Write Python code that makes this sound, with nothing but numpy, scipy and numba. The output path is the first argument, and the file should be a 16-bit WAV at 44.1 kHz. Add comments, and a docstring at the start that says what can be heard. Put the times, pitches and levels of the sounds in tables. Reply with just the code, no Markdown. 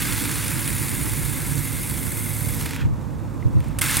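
"""A small suction pump hums and rumbles throughout, drawing oil and air through a thin tube into a jar.
From the start the froth sputters in quick spurts of tiny bursting films, over a light breeze.
Near 2.8 s a solid slug of oil fills the tube: for a second only a few bubbles tick, while gusts
buffet the microphone. At 3.8 s air breaks through, spitting and snapping, and the sputter returns."""
import sys
import numpy as np
from scipy import signal
from scipy.fft import rfft, irfft
from scipy.io import wavfile
from scipy.ndimage import uniform_filter1d
from numba import njit

SR = 44100
rng = np.random.default_rng(int(sys.argv[2]) if len(sys.argv) > 2 else 0)


def store_pcm(level_fs):
    """Save levels as 16-bit WAV."""
    pcm = np.round(np.clip(level_fs, -1, 1) * 32767).astype(np.int16)
    wavfile.write(sys.argv[1], SR, np.atleast_2d(pcm).T)


N = 176400

# where the pump and jar sit in the image: freq_hz, left_minus_right_db
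BALANCE = [(55, -19), (110, -16), (280, -8.5), (900, -3.5), (2400, -0.74)]
# phase between the microphone ports: freq_hz, left_lead_rad
PHASE_LEAD = [(100, 0.91), (700, 0.64), (1200, 0.93), (1900, 0.02), (8000, 0), (10400, 0.54)]

# EQ of the breeze on the ports: freq_hz, gain_db
BREEZE_EQ = [(15, -24), (36, -12), (50, 5.5), (70, 3), (170, -8.5), (600, -35)]
# EQ of the gusts: freq_hz, gain_db
GUST_EQ = [(25, -20.5), (100, 2), (150, -3.5), (220, -20), (800, -56)]
# single gusts: peak_s, level_db, half_length_s
GUSTS = [(1.232, -33, .012), (2.86, -13.5, 0.026), (2.93, -19, .014), (3.467, -8.5, 0.009),
         (3.567, -11, 0.021)]

# pump tones: pitch_hz, level_db
HUM_TONES = [(107.25, -31.5), (270.5, -45), (348, -53)]
# fader on those tones: time_s, gain_db
HUM_FADE = [(0, -5.5), (2.7, -1), (3.8, -7.5)]
# a further tone that creeps up with the load: time_s, pitch_hz, level_db
LOAD_TONE = [(0, 134, -48), (.8, 137.9, -37.5), (1.7, 142.5, -33.5), (2.5, 144.9, -42), (4, 150.1, -43.5)]
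# EQ of the pump's rumble: freq_hz, gain_db
RUMBLE_EQ = [(25, -35), (49, -1.5), (90, -.5), (155, 3), (182, -6), (210, -2.5), (238, -6.5), (290, -4.5),
             (350, -11), (405, -19), (470, -15), (600, -19), (720, -47.5)]
# fader on the housing's buzz: time_s, level_db
BUZZ_FADE = [(0, -38), (1.2, -37.5), (2.2, -56.5), (4, -48)]
# EQ of the running pump's steady rush: freq_hz, gain_db
RUSH_EQ = [(400, -10), (950, 3), (1300, -4.5), (1900, -14.5), (3200, -28.5), (8000, -23.5), (16000, -29)]

# large bubbles that pop with a pitch: start_s, pitch_hz, level_db
PLIPS = [(2.816, 2450, -30), (3.426, 2020, -32), (3.8165, 2110, -13)]
# ring of the last air pocket: pitch_hz, level_db
POCKET_MODES = [(2400, -50), (3240, -51)]
# single spits of air: start_s, hiss_db, splatter_db, decay_s
SPITS = [(0.481, -21, -33, 0.0024), (0.677, -20.5, -31, 0.0028), (1.834, -26, -42, 0.0016),
         (2.611, -25, -28, 0.0024), (2.658, -30, -27, 0.0057), (2.709, -29, -25, 0.0018),
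         (2.734, -40, -25, 0.0024), (2.762, -30, -26, 0.0017), (3.604, -45, -38, .003),
         (3.641, -45, -41, .003), (3.682, -45.5, -48, 0.0061), (3.7872, -21.5, -26, 0.0053),
         (3.8125, -19.5, -32, 0.0051), (3.8163, -15.5, -31, 0.0022), (3.911, -16, -26, 0.0025),
         (3.92, -43, -20, 0.0027), (3.969, -15, -29, 0.0061)]
# EQ of a spit's hiss: freq_hz, gain_db
SPIT_EQ = [(1500, -9), (7000, -9.5), (9400, 1), (16000, -13)]
# sharp snaps of large films: start_s, level_db
SNAPS = [(3.817, -4), (3.8405, -3), (3.9505, -4)]
# EQ of a snap: freq_hz, gain_db
SNAP_EQ = [(400, -13), (1800, 6), (6000, -4), (16000, -2)]

# faders on the froth until air breaks through: time_s, hiss_db, crackle_db, splatter_db, tube_ring_db
FROTH_FADES = [(0, -30, -34.5, -33.5, -37), (.4, -31.5, -37.5, -35, -48), (.8, -31, -40, -38, -42),
               (1.4, -33, -41.5, -40.5, -44), (2.45, -33, -44.5, -44, -44), (2.63, -36, -40.5, -40, -46),
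               (2.74, -46.5, -42, -41, -47), (2.82, -67, -53, -39, -64), (2.88, -83, -62, -58, -70),
               (3.55, -68, -62, -57, -80), (3.66, -61, -55, -51, -64), (3.76, -68, -61, -52.5, -70)]
# EQ of the hiss at the tube's mouth: freq_hz, gain_db
HISS_EQ = [(4000, -38), (6800, -13.5), (8200, -0.5), (10600, 0.5), (11300, -2), (12400, -0.5),
           (13400, -4.5), (16000, -6)]
# EQ of the fine crackle: freq_hz, gain_db
CRACKLE_EQ = [(700, -16), (2900, -14), (3400, 0.5), (5900, -.5), (7500, 0.5), (11000, -13.5), (16000, -9)]
# EQ of the splatter in the jar: freq_hz, gain_db
SPLATTER_EQ = [(520, -15), (700, -19.5), (860, -5), (1100, -3.5), (1620, -1), (2700, -3), (3050, -8.5),
               (3500, -8), (6000, -23)]
# peak of the hiss, climbing as the air thins, then falling back: time_s, centre_hz
JET_PEAK = [(0, 9900), (1, 10000), (1.7, 11300), (2.6, 11700), (3.7, 8400)]
# narrow hiss at the mouth, sinking as the gap changes: time_s, pitch_hz, level_vs_hiss_db
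WHISTLE = [(0, 7480, -19), (1.1, 6860, -17), (1.4, 6580, -19), (2.6, 6350, -19)]
# modes of the tube: pitch_hz, width_hz, level_db
TUBE_MODES = [(1690, 240, -9), (2107, 300, -0.5), (3400, 350, -12.5)]

BREAK_S, BREAK_RISE_S = 3.8135, 0.0067  # air breaks through
BREAK_DB = (-28.5, -33, -29.5, -38)  # hiss, crackle, splatter and tube ring from then on
HISS_STEREO, CRACKLE_STEREO, SPLATTER_STEREO = 0.24, 0.09, 0.08  # side gain of the jar's tail


def undb(db):
    """Decibels to gain."""
    return 10 ** (np.asarray(db) / 20)


def unit(x):
    """Scale to rms 1."""
    return x / np.sqrt(np.mean(x ** 2))


def curve(table, column=1):
    """Automation: one column of a table, joined by straight lines in time."""
    rows = np.array(table, float)
    return np.interp(np.arange(N) / SR, rows[:, 0], rows[:, column])


def over_hz(points):
    """Spread a (Hz, value) table over every frequency bin."""
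    rows = np.array(points, float)
    return np.interp(np.log(np.arange(N + 1) * SR / (2 * N) + 1), np.log(rows[:, 0]), rows[:, 1])


def colour(x, eq):
    """Minimum-phase EQ of unit energy: the table sets only the tone colour."""
    cepstrum = irfft(np.log(undb(over_hz(eq))))
    cepstrum[1:N] *= 2
    cepstrum[N + 1:] = 0
    response = np.exp(rfft(cepstrum))
    return irfft(rfft(x, 2 * N) * response / np.sqrt(np.mean(abs(response) ** 2)))[..., :N]


@njit
def bandpass(x, hz, width):
    """State-variable band-pass with a moving centre."""
    y, band, low = np.empty(len(x)), 0., 0.
    for i in range(len(x)):
        g, damping = np.tan(np.pi * hz[i] / SR), width / hz[i]
        v = (band + g * (x[i] - low)) / (1 + g * (g + damping))
        band, low, y[i] = 2 * v - band, low + 2 * g * v, damping * v
    return y


def resonance(x, hz, width_hz):
    """A steep resonance: two band-passes in series, scaled to rms 1."""
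    centre, width = hz * np.ones(N), float(width_hz)
    return unit(bandpass(bandpass(x, centre, width), centre, width))


def drift(rate_hz):
    """Smooth random modulation with a spread near 1."""
    hold = int(SR / rate_hz)
    steps = np.repeat(rng.standard_normal(400)[:N // hold + 1], hold)
    return 1.33 * uniform_filter1d(uniform_filter1d(steps, hold), hold)[:N]


def stereo_noise(correlation):
    """White noise, partly alike on left and right."""
    mid, side = rng.standard_normal((2, N))
    return unit(np.sqrt(1 + correlation) * mid + np.sqrt(1 - correlation) * np.array([side, -side]))


def place(x):
    """Lean the lows to the right and shift the phase between the ports."""
    sides = np.array([[.5], [-.5]])
    gains = undb(sides * over_hz(BALANCE)) * np.exp(1j * sides * over_hz(PHASE_LEAD))
    return irfft(rfft(x, 2 * N) * gains / np.sqrt(np.mean(abs(gains) ** 2, axis=0)))[:, :N]


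def wind(breeze_db=-32.5, ceiling=.5):
    """A breeze and a few gusts push the two ports in opposite directions; the hardest pushes saturate."""
    t = np.arange(N) / SR
    rolloff = [(2000, -90)]
    swells = sum(undb(db) * np.exp(-.5 * ((t - peak) / half) ** 2) for peak, db, half in GUSTS)
    gusts = swells * unit(colour(stereo_noise(-0.88), GUST_EQ + rolloff))
    breeze = undb(breeze_db) * unit(colour(stereo_noise(-0.41), BREEZE_EQ + rolloff))
    return breeze + ceiling * np.tanh(gusts / ceiling)


def motor_tone(hz):
    """A sine of rms 1 that follows a pitch curve."""
    return np.sqrt(2) * np.sin(2 * np.pi * np.cumsum(hz) / SR)


def pump(rumble_db=-29, rush_db=-44.5, hum_left_vs_right_db=-11):
    """The pump's bed: wavering motor tones over rumble, housing buzz and a steady rush."""
    hum = sum(motor_tone(hz * (1 + 0.0052 * drift(5.965))) * undb(db + 3.5 * drift(4.77))
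              for hz, db in HUM_TONES)
    load = motor_tone(curve(LOAD_TONE) * (1 + 0.013 * drift(12)))
    load *= undb(curve(LOAD_TONE, column=2) + 4.5 * drift(6.86))
    tones = hum * undb(curve(HUM_FADE)) + load
    rumble = unit(colour(stereo_noise(0.54), RUMBLE_EQ + [(1400, -89.5)]))
    buzz = resonance(rng.standard_normal(N), hz=278.7, width_hz=80) * undb(curve(BUZZ_FADE))
    rush = colour(stereo_noise(0.66), RUSH_EQ) * undb(rush_db + 0.9 * drift(60))
    rumble *= undb(rumble_db + 0.71 * drift(16))
    pan = unit(undb([[hum_left_vs_right_db], [0]]))
    return place(rumble + buzz + rush) + tones * pan


def jar(x, stereo, t60_s=0.06, tail_db=-7.5):
    """A short diffuse smear from the wet walls, partly different at each ear."""
    pole = np.exp(-2 * np.log(1000) / (t60_s * SR))
    envelope = np.sqrt(signal.lfilter([1 - pole], [1, -pole], x ** 2 + 1e-18))
    tail = envelope * rng.standard_normal((2, N))
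    mid, side = x + undb(tail_db) * tail[0], stereo * tail[1]
    return np.array([mid + side, mid - side])


def comb(x, delays_s=(0.001106, .0023, .0037), echo_db=-19.5):
    """Echoes from glass and froth comb the sputter, drifting as the froth moves."""
    n, gain = np.arange(N), undb(echo_db)
    taps = [n - delay * SR * (1 + 0.027 * drift(2)) for delay in delays_s]
    echoes = np.array([sum(np.interp(tap, n, ear) for tap in taps) for ear in x])
    return (x + gain * echoes) / np.sqrt(1 + len(delays_s) * gain ** 2)


def spurts(per_s=190, rise_s=0.0006, decay_s=0.0027, spread_db=3.5, steady_share=0.74):
    """Sputter envelope: each plug of oil leaving the tube lets out a sharp puff that dies away."""
    onsets = rng.random(N) < per_s / SR
    puffs = onsets * undb(spread_db * np.clip(rng.standard_normal(N), -2, 2))
    power = signal.lfilter([1], [1, -np.exp(-2 / (decay_s * SR))], puffs ** 2)
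    power = signal.lfilter([1], [1, -np.exp(-1 / (rise_s * SR))], power)
    power /= uniform_filter1d(power, SR // 14) + 1e-9  # level out the slow swings
    return np.sqrt(steady_share + (1 - steady_share) * power)


def films(per_s=16000, spread_db=2.5):
    """Dense clicks of bursting oil films: many small, a few large."""
    clicks = (rng.random(N) < per_s / SR) * rng.choice([-1, 1], N)
    sizes = undb(spread_db * np.minimum(rng.exponential(size=N), 5))
    return unit(clicks * sizes)


def bubbles(per_s=1400, ring_s=0.0035, low_hz=1204, high_hz=14995):
    """Small bubbles, each ringing briefly at its own pitch and gliding up."""
    age = np.arange(900) / SR
    out = np.zeros(N + len(age))
    for when, pitch, strength in rng.random((int(per_s * N / SR), 3)):
        hz = low_hz * (high_hz / low_hz) ** pitch
        start = int(when * N)
        envelope = (.5 + strength) * np.sqrt(hz) * np.exp(-age / ring_s)
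        out[start:start + len(age)] += envelope * np.sin(2 * np.pi * hz * age * (1 + 2 * age))
    return unit(out[:N])


def plips(ring_s=.003):
    """Large bubbles pop, ring briefly and glide up."""
    out = np.zeros(N)
    for start, hz, db in PLIPS:
        age = np.maximum(np.arange(N) / SR - start, 0)
        out += undb(db) * np.exp(-age / ring_s) * np.sin(2 * np.pi * hz * age * (1 + 3 * age))
    return out


def slurp(peak_s=2.8, half_length_s=.03):
    """Crackles ring the last pocket of air just before oil fills the tube."""
    swell = np.exp(-.5 * ((np.arange(N) / SR - peak_s) / half_length_s) ** 2)
    crackles = films() * spurts() ** 2
    return swell * sum(undb(db) * resonance(crackles, hz, width_hz=240) for hz, db in POCKET_MODES)


def spits():
    """Accents: single puffs of air hiss and splatter, and a few large films snap."""
    t = np.arange(N) / SR
    hiss_gain, splatter_gain, snaps = np.zeros((3, N))
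    for start, hiss_db, splatter_db, decay in SPITS:
        envelope = (t >= start) * np.exp(-abs(t - start) / decay)
        hiss_gain += undb(hiss_db) * envelope
        splatter_gain += undb(splatter_db) * envelope
    for start, db in SNAPS:
        snaps[int(start * SR)] = undb(db)
    hiss = colour(jar(hiss_gain * films(), HISS_STEREO), SPIT_EQ)
    jet = .5 * hiss_gain * resonance(films(), curve(JET_PEAK), width_hz=750)
    splatter = colour(jar(splatter_gain * films(), SPLATTER_STEREO), SPLATTER_EQ)
    return hiss + jet + splatter + colour(snaps, SNAP_EQ)


def froth(bubble_share=0.23, jet_vs_hiss_db=-8):
    """Spurts of films and bubbles hiss at the mouth, crackle, splatter in the jar and ring the tube."""
    puffs, ringing = spurts(), bubbles()
    opened = np.clip((np.arange(N) / SR - BREAK_S) / BREAK_RISE_S, 0, 1)
    hiss_gain, crackle_gain, splatter_gain, tube_gain = (
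        puffs * ((1 - opened) * undb(curve(FROTH_FADES, column)) + opened * undb(db))
        for column, db in enumerate(BREAK_DB, start=1))

    def layer(gain, eq, stereo):
        """A blend of film clicks and bubbles, smeared by the jar and coloured."""
        fizz = np.sqrt(1 - bubble_share) * films()
        fizz += np.sqrt(bubble_share) * np.roll(ringing, rng.integers(N))
        return colour(jar(fizz * gain, stereo), eq)

    hiss = layer(hiss_gain, HISS_EQ, HISS_STEREO)
    crackle = layer(crackle_gain, CRACKLE_EQ, CRACKLE_STEREO)
    splatter = layer(splatter_gain, SPLATTER_EQ, SPLATTER_STEREO)
    clicks = films()
    jet = hiss_gain * undb(jet_vs_hiss_db) * resonance(clicks, curve(JET_PEAK), width_hz=2700)
    whistle = hiss_gain * undb(curve(WHISTLE, column=2)) * resonance(clicks, curve(WHISTLE), width_hz=210)
    tube = tube_gain * sum(undb(db) * resonance(clicks, hz, width) for hz, width, db in TUBE_MODES)
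    return comb(hiss + crackle + jet) + splatter + whistle + tube


def scene():
    """The mix: pump bed, sputtering tube and wind."""
    return pump() + place(froth() + spits() + slurp() + plips()) + wind()


def record(dry, top_hz=15850):
    """The recorder cuts the top with a steep low-pass."""
    return signal.sosfilt(signal.ellip(10, .2, 70, top_hz, fs=SR, output="sos"), dry)


dry = scene()
out = record(dry)
store_pcm(out)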